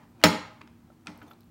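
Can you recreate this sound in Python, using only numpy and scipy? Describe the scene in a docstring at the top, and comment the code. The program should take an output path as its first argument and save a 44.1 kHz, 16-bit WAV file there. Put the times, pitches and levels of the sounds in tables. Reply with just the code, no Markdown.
"""Faint hum, hiss and scraping come first as the lever of a cast-metal hand juicer is swung open: thin squeaks
(gliding sines), then a loud clack against its stop (noise cracks and decaying metal and table modes).
Softer knocks follow (the same blows, and grainy sine taps), then fingers pick at wet pulp (tiny sine ticks).
Friction is gritty coloured noise; a small hard room (decaying noise bands) rings after every blow.
An appliance hums on throughout (wandering sines over coloured noise)."""
import sys
import numpy as np
from scipy import signal
from scipy.fft import rfft, irfft
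from scipy.io import wavfile
from scipy.ndimage import uniform_filter1d

SR = 44100
rng = np.random.default_rng(int(sys.argv[2]) if len(sys.argv) > 2 else 0)


def store_pcm(level_fs):
    """Save levels as 16-bit WAV."""
    pcm = np.round(np.clip(level_fs, -1, 1) * 32767).astype(np.int16)
    wavfile.write(sys.argv[1], SR, np.atleast_2d(pcm).T)


def invert_db(level):
    """Linear amplitude ratio for a level in decibels (20 dB per decade), elementwise."""
    return 10 ** (np.asarray(level, dtype=float) / 20)


N = 66150
T_S = np.arange(N) / SR
LEAD = SR // 5  # samples kept before time 0, for a blow that starts earlier

# modes of the cast juicer at full ring share [mode_hz, level_db, t60_s]
METAL_MODES = [(627.6, 2.5, 0.17), (855, 0.5, 0.3), (952.4, -3, 0.4), (1298, -9.5, 0.18), (1559, -3, 0.14),
               (1745, -6.5, 0.15), (1855, -4, 0.1), (1980, -3, 0.17), (2491, -6, 0.18), (2710, -9.5, 0.097),
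               (4000, -9, 0.03), (5357, 2.5, 0.14), (6760, -17, 0.4), (7480, -11, 0.05)]
# modes of the table under it at full ring share [mode_hz, level_db, t60_s]
TABLE_MODES = [(91.3, 0.5, 0.21), (172.9, 0, 0.26), (193.8, -0.5, 0.29), (226.7, -5, 0.34),
               (293, 2.5, 0.29), (308.1, -5, 0.27), (402.9, -2.5, 0.23)]
# finger and nail taps on the damped cup [start_s, level_db, pitch_hz, t60_s]
TAPS = [(0.2265, -43.5, 2900, 0.05), (0.6132, -33.5, 1150, 0.012), (0.616, -51, 4540, 0.017),
        (.616, -48, 2483, 0.028), (.901, -47, 600, 0.026), (.902, -48.5, 1332, .03),
        (1.07, -26.5, 2527, 0.017), (1.0706, -28.5, 1353, 0.018), (1.0715, -43, 8000, 0.0071),
        (1.0695, -53, 4650, .015), (1.083, -62, 6200, 0.025), (1.2155, -39.5, 1350, 0.02),
        (1.2196, -43, 1464, 0.035), (1.228, -58.5, 3100, 0.053), (1.281, -57.5, 3520, 0.043),
        (1.312, -57, 3470, .05), (1.311, -40.5, 1348, 0.041)]
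# blows [start_s, level_db (before a common 1/4 gain), top_hz, table_level_db, ring_share (0-1)]
BLOWS = [(-.06, -40.5, 2400, -34, 0.83), (0.2147, -49, 7040, 5, 0.5), (0.2377, -5, 13000, -1.5, 0.9),
         (0.2453, -15.5, 5000, -7.5, 0.04), (0.2497, -11.5, 3530, -11.5, 0.21),
         (0.2569, -16, 4000, -8.5, 0.6), (0.2656, -16, 3000, -8.5, 0.2), (0.61, -48.5, 2500, -11, .3),
         (0.6129, -41.5, 3500, 3, 0.42), (0.6154, -43.5, 5543, -14, .25), (0.6753, -45, 6010, -18, 0.15),
         (.9015, -61.5, 2186, 1, .3), (1.0709, -25.5, 7500, -2, 0.06), (1.077, -39, 4410, 6, 0.89),
         (1.0813, -51, 7060, 8.5, 0.3), (1.0901, -56.5, 4500, 7, 0.5), (1.2175, -44, 4000, 1, 0.1),
         (1.22, -52, 3400, 10, 0.8), (1.3095, -47, 4530, -12, 0), (1.3142, -41, 4990, 4, 0)]
# spectrum of the contact crack [freq_hz, relative_db]
CRACK_COLOUR = [(50, -28), (150, -15), (300, -8), (520, -16), (900, -6.5), (2000, -4.5), (4000, -14),
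                (6000, -18), (10000, -27), (14000, -27), (16500, -17)]
# friction of lever and fingers on metal [time_s, rms_level_db]
SCRAPE_LEVEL = [(0, -59.5), (.05, -65), (.075, -81), (.19, -63.5), (.21, -54), (.236, -52), (.25, -101),
                (.8, -88.5), (.85, -71), (1.0, -80), (1.045, -95), (1.062, -52), (1.069, -61.5),
                (1.075, -56.5), (1.09, -55.5), (1.2, -64.5), (1.27, -57), (1.3, -64), (1.315, -55),
                (1.345, -72), (1.37, -87), (1.5, -97)]
# spectrum of that friction [freq_hz, relative_db]
SCRAPE_COLOUR = [(100, -22), (300, -10.5), (900, 0.5), (1500, -10), (3000, -19), (5000, -23), (9000, -30),
                 (16000, -37)]
# wet ticks of the pulp [start_s, peak_db, pitch_hz, t60_s]
TICKS = [(1.156, -69, 3740, 0.006), (1.1745, -54.5, 15000, .002), (1.1765, -42.5, 12140, 0.0016),
         (1.2025, -54, 12900, 0.0015), (1.2295, -48.5, 13240, 0.0018), (1.2325, -64, 7000, 0.00383),
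         (1.2827, -51, 14300, .002), (1.3075, -49.5, 11700, .002), (1.3165, -51, 13700, 0.0018),
         (1.332, -51.5, 13300, 0.0023), (1.3349, -49.5, 4000, 0.0064), (1.4067, -43, 13400, 0.0015),
         (1.407, -54, 4180, 0.0036), (1.4103, -56, 5017, 0.0031), (1.4171, -54.5, 4010, .004),
         (1.433, -55.5, 4200, 0.0042), (1.4441, -51, 14260, 0.0017), (1.468, -62, 13800, 0.0028)]
# thin squeaks [start_s, length_s, level_db, start_hz, end_hz]
SQUEAKS = [(0.086, 0.041, -79.5, 14000, 13100), (0.193, 0.029, -65.5, 2460, 2380),
           (1.276, 0.013, -71.5, 6305, 6000), (1.277, 0.011, -74, 9050, 9050),
           (1.293, 0.03, -70, 14500, 13400)]
# room decay [freq_hz, t60_s]
ROOM_T60 = [(90, 0.97), (250, 0.1), (700, 0.61), (1500, 0.5567), (3000, 0.5), (6000, 0.42), (11000, 0.32),
            (16000, 0.15)]
# room level [freq_hz, level_db]
ROOM_LEVEL = [(90, -7.5), (250, 2.5), (480, -0.5), (800, -0.5), (1500, -7), (3000, -7.5), (6000, -8),
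              (11000, -7.5), (16000, -4)]
# spectrum of background hiss and rumble [freq_hz, relative_db]
FLOOR_COLOUR = [(15, -35.5), (25, 2), (265, -5), (581, -22.5), (742, -21.5), (1380, -23.5), (1630, -26.5),
                (1770, -29), (2880, -32), (3990, -34.5), (13900, -40.5), (16300, -32)]
# appliance hum bands [centre_hz, level_db, wander_hz]
HUM = [(105, -66, 11), (179, -72, 4.3), (236.4, -61.5, 1.5), (315, -68, 25)]

METAL_RISE_S, TABLE_RISE_S, TAP_RISE_S, ROOM_RISE_S = 0.0022, 0.008, 0.00044, 0.001  # time constants
CRACK_DB, CRACK_T60_S = 14, 0.052  # t60 at full ring share
WOBBLE_DB, RING_ROOM_DB = 3.1, -12.5
TAP_GRAIN, SQUEAK_WAVER = 0.2, 0.016  # spreads, as shares of amplitude and of pitch
FLOOR_DB, RUMBLE_SWAY_DB, RUMBLE_TOP_HZ = -56.5, -0.5, 350


def curve(table, at, log=False):
    """Reads a two-column table with straight lines, over log x if asked."""
    x, y = np.array(table, float).T[:2]
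    if log:
        return np.interp(np.log(at + 1e-9), np.log(x), y)
    return np.interp(at, x, y)


def unit(x):
    """Scales to rms 1."""
    return x / np.sqrt(np.mean(x ** 2))


def colour(table, size):
    """Noise of rms 1 with the spectrum of a (freq_hz, relative_db) table."""
    freq_hz = np.fft.rfftfreq(size, 1 / SR)
    spectrum = rfft(rng.standard_normal(size)) * invert_db(curve(table, freq_hz, log=True))
    return unit(irfft(spectrum, size))


def walk(rate_hz):
    """Smooth random sway of rms 1."""
    width = max(int(SR / rate_hz), 2)
    noise = rng.standard_normal(N)
    return unit(uniform_filter1d(uniform_filter1d(noise, width), width))


def fade(t_s, t60_s):
    """Exponential decay, 60 dB in t60_s."""
    return np.exp(-np.log(1000) * t_s / t60_s)


def rise(t_s, time_s):
    """Exponential build-up from 0 to 1."""
    return 1 - np.exp(-t_s / time_s)


def add(out, x, start_s):
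    """Mixes x in at start_s; out starts LEAD samples early."""
    i = int(round(start_s * SR)) + LEAD
    out[i:i + len(x)] += x[:len(out) - i]


def rings(modes, t_s, t60_share, scatter_db):
    """Decaying modes, each struck a little differently and wobbling as loose parts chatter."""
    luck = rng.standard_normal(len(modes))
    out = np.zeros(len(t_s))
    for k, (mode_hz, level_db, t60_s) in enumerate(modes):
        gain = invert_db(level_db + scatter_db * luck[k] + WOBBLE_DB * walk(90)[:len(t_s)])
        tone = np.sin(2 * np.pi * mode_hz * t_s) * fade(t_s, t60_s * t60_share)
        out += (-1) ** k * gain * tone
    return out


def blows():
    """Each blow cracks, rings the metal and shakes the table; a low ring share damps all three."""
    cracks, ringing = np.zeros(N + LEAD), np.zeros(N + LEAD)
    t_s = T_S[:SR // 2]
    for start_s, level_db, top_hz, table_db, share in BLOWS:
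        share = np.clip(share, 0.03, 1.5)
        dull = signal.butter(2, min(top_hz, SR * 0.45), fs=SR, output="sos")
        crack = invert_db(CRACK_DB) * colour(CRACK_COLOUR, len(t_s)) * fade(t_s, CRACK_T60_S * share)
        metal = share ** 2 * rings(METAL_MODES, t_s, share, 1.0) * rise(t_s, METAL_RISE_S)
        table = rings(TABLE_MODES, t_s, np.sqrt(share), 0.9) * rise(t_s, TABLE_RISE_S)
        body = signal.sosfilt(dull, metal) + invert_db(table_db) * table
        gain = invert_db(level_db) / 4
        add(cracks, gain * signal.sosfilt(dull, crack), start_s)
        add(ringing, gain * body, start_s)
    return cracks, ringing


def taps():
    """Compact, rough knocks on metal held by the hand: a note that the skin makes grainy."""
    out, t_s = np.zeros(N + LEAD), T_S[:SR // 20]
    for start_s, level_db, pitch_hz, t60_s in TAPS:
        grain = 1 + TAP_GRAIN * walk(pitch_hz)[:len(t_s)]
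        envelope = fade(t_s, t60_s) * rise(t_s, TAP_RISE_S)
        add(out, invert_db(level_db) * grain * np.sin(2 * np.pi * pitch_hz * t_s) * envelope, start_s)
    return out


def scrape():
    """Gritty friction that catches and slips: coloured noise with slow and fast random gain."""
    grit = invert_db(2.6 * walk(120) + 0.83 * walk(600))
    return unit(colour(SCRAPE_COLOUR, N) * grit) * invert_db(curve(SCRAPE_LEVEL, T_S))


def squeaks():
    """Short wavering whistles of dry or wet rubbing: gliding sines."""
    out, waver = np.zeros(N + LEAD), walk(200)
    for start_s, length_s, level_db, start_hz, end_hz in SQUEAKS:
        n = int(length_s * SR)
        sway = 1 + SQUEAK_WAVER * waver[int(start_s * SR):][:n]
        pitch_hz = np.linspace(start_hz, end_hz, n) * sway
        tone = np.sqrt(2) * np.sin(2 * np.pi * np.cumsum(pitch_hz) / SR)
        add(out, invert_db(level_db) * signal.windows.tukey(n, 0.4) * tone, start_s)
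    return out


def ticks():
    """Tiny films of juice snapping: sines that die within milliseconds."""
    out, t_s = np.zeros(N + LEAD), T_S[:SR // 50]
    for start_s, peak_db, pitch_hz, t60_s in TICKS:
        add(out, invert_db(peak_db) * np.sin(2 * np.pi * pitch_hz * t_s) * fade(t_s, t60_s), start_s)
    return out


def room(x):
    """Dense reflections: noise in half-octave steps, each dying at its own rate."""
    t_s, freq_hz = T_S[:SR], np.fft.rfftfreq(SR, 1 / SR)
    noise = rfft(rng.standard_normal(SR))
    tail = np.zeros(SR)
    for step in range(18):
        mid_hz = 45 * 2 ** (step / 2)
        band = np.clip(1 - 2 * np.abs(np.log2(freq_hz / mid_hz + 1e-9)), 0, 1)
        t60_s = curve(ROOM_T60, mid_hz, log=True)
        even_energy = np.sqrt(2 * np.log(1000) / t60_s / SR)  # level independent of t60
        gain = invert_db(curve(ROOM_LEVEL, mid_hz, log=True)) * even_energy
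        tail += irfft(noise * band, SR) * fade(t_s, t60_s) * gain
    return signal.fftconvolve(x, tail * rise(t_s, ROOM_RISE_S))[:len(x)]


def floor():
    """Hiss, a swaying low rumble and narrow hum bands of an appliance."""
    air = colour(FLOOR_COLOUR, N)
    low = signal.sosfiltfilt(signal.butter(2, RUMBLE_TOP_HZ, fs=SR, output="sos"), air)
    out = invert_db(FLOOR_DB) * (air - low + low * invert_db(RUMBLE_SWAY_DB * walk(3.2)))
    for centre_hz, level_db, wander_hz in HUM:
        pitch_hz = centre_hz + wander_hz * walk(26)
        tone = np.sqrt(2) * np.sin(2 * np.pi * np.cumsum(pitch_hz) / SR)
        out += invert_db(level_db) * tone * invert_db(2.0 * walk(10))
    return out


def scene():
    """Juicer and fingers over the background; rings carry less into the room than cracks."""
    cracks, ringing = blows()
    cracks = cracks + np.r_[np.zeros(LEAD), scrape()]
    ringing = ringing + taps()
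    near = cracks + ringing + room(cracks + invert_db(RING_ROOM_DB) * ringing)
    sources = near + ticks() + squeaks()
    return (sources[LEAD:] + floor())[None]


def low_pass(x):
    """Removes everything above the highest recorded frequency."""
    return signal.sosfilt(signal.butter(12, 16490, fs=SR, output="sos"), x)


def record(dry):
    """The phone thins the deep bass, cannot pass full scale and cuts the top."""
    thinned = signal.sosfilt(signal.butter(3, 70, "high", fs=SR, output="sos"), dry)
    clipped = np.clip(thinned, -1, 1)
    mix = signal.sosfilt(signal.ellip(8, 0.3, 70, 15800, fs=SR, output="sos"), clipped)
    return low_pass(mix)


dry = scene()
out = record(dry)
store_pcm(out)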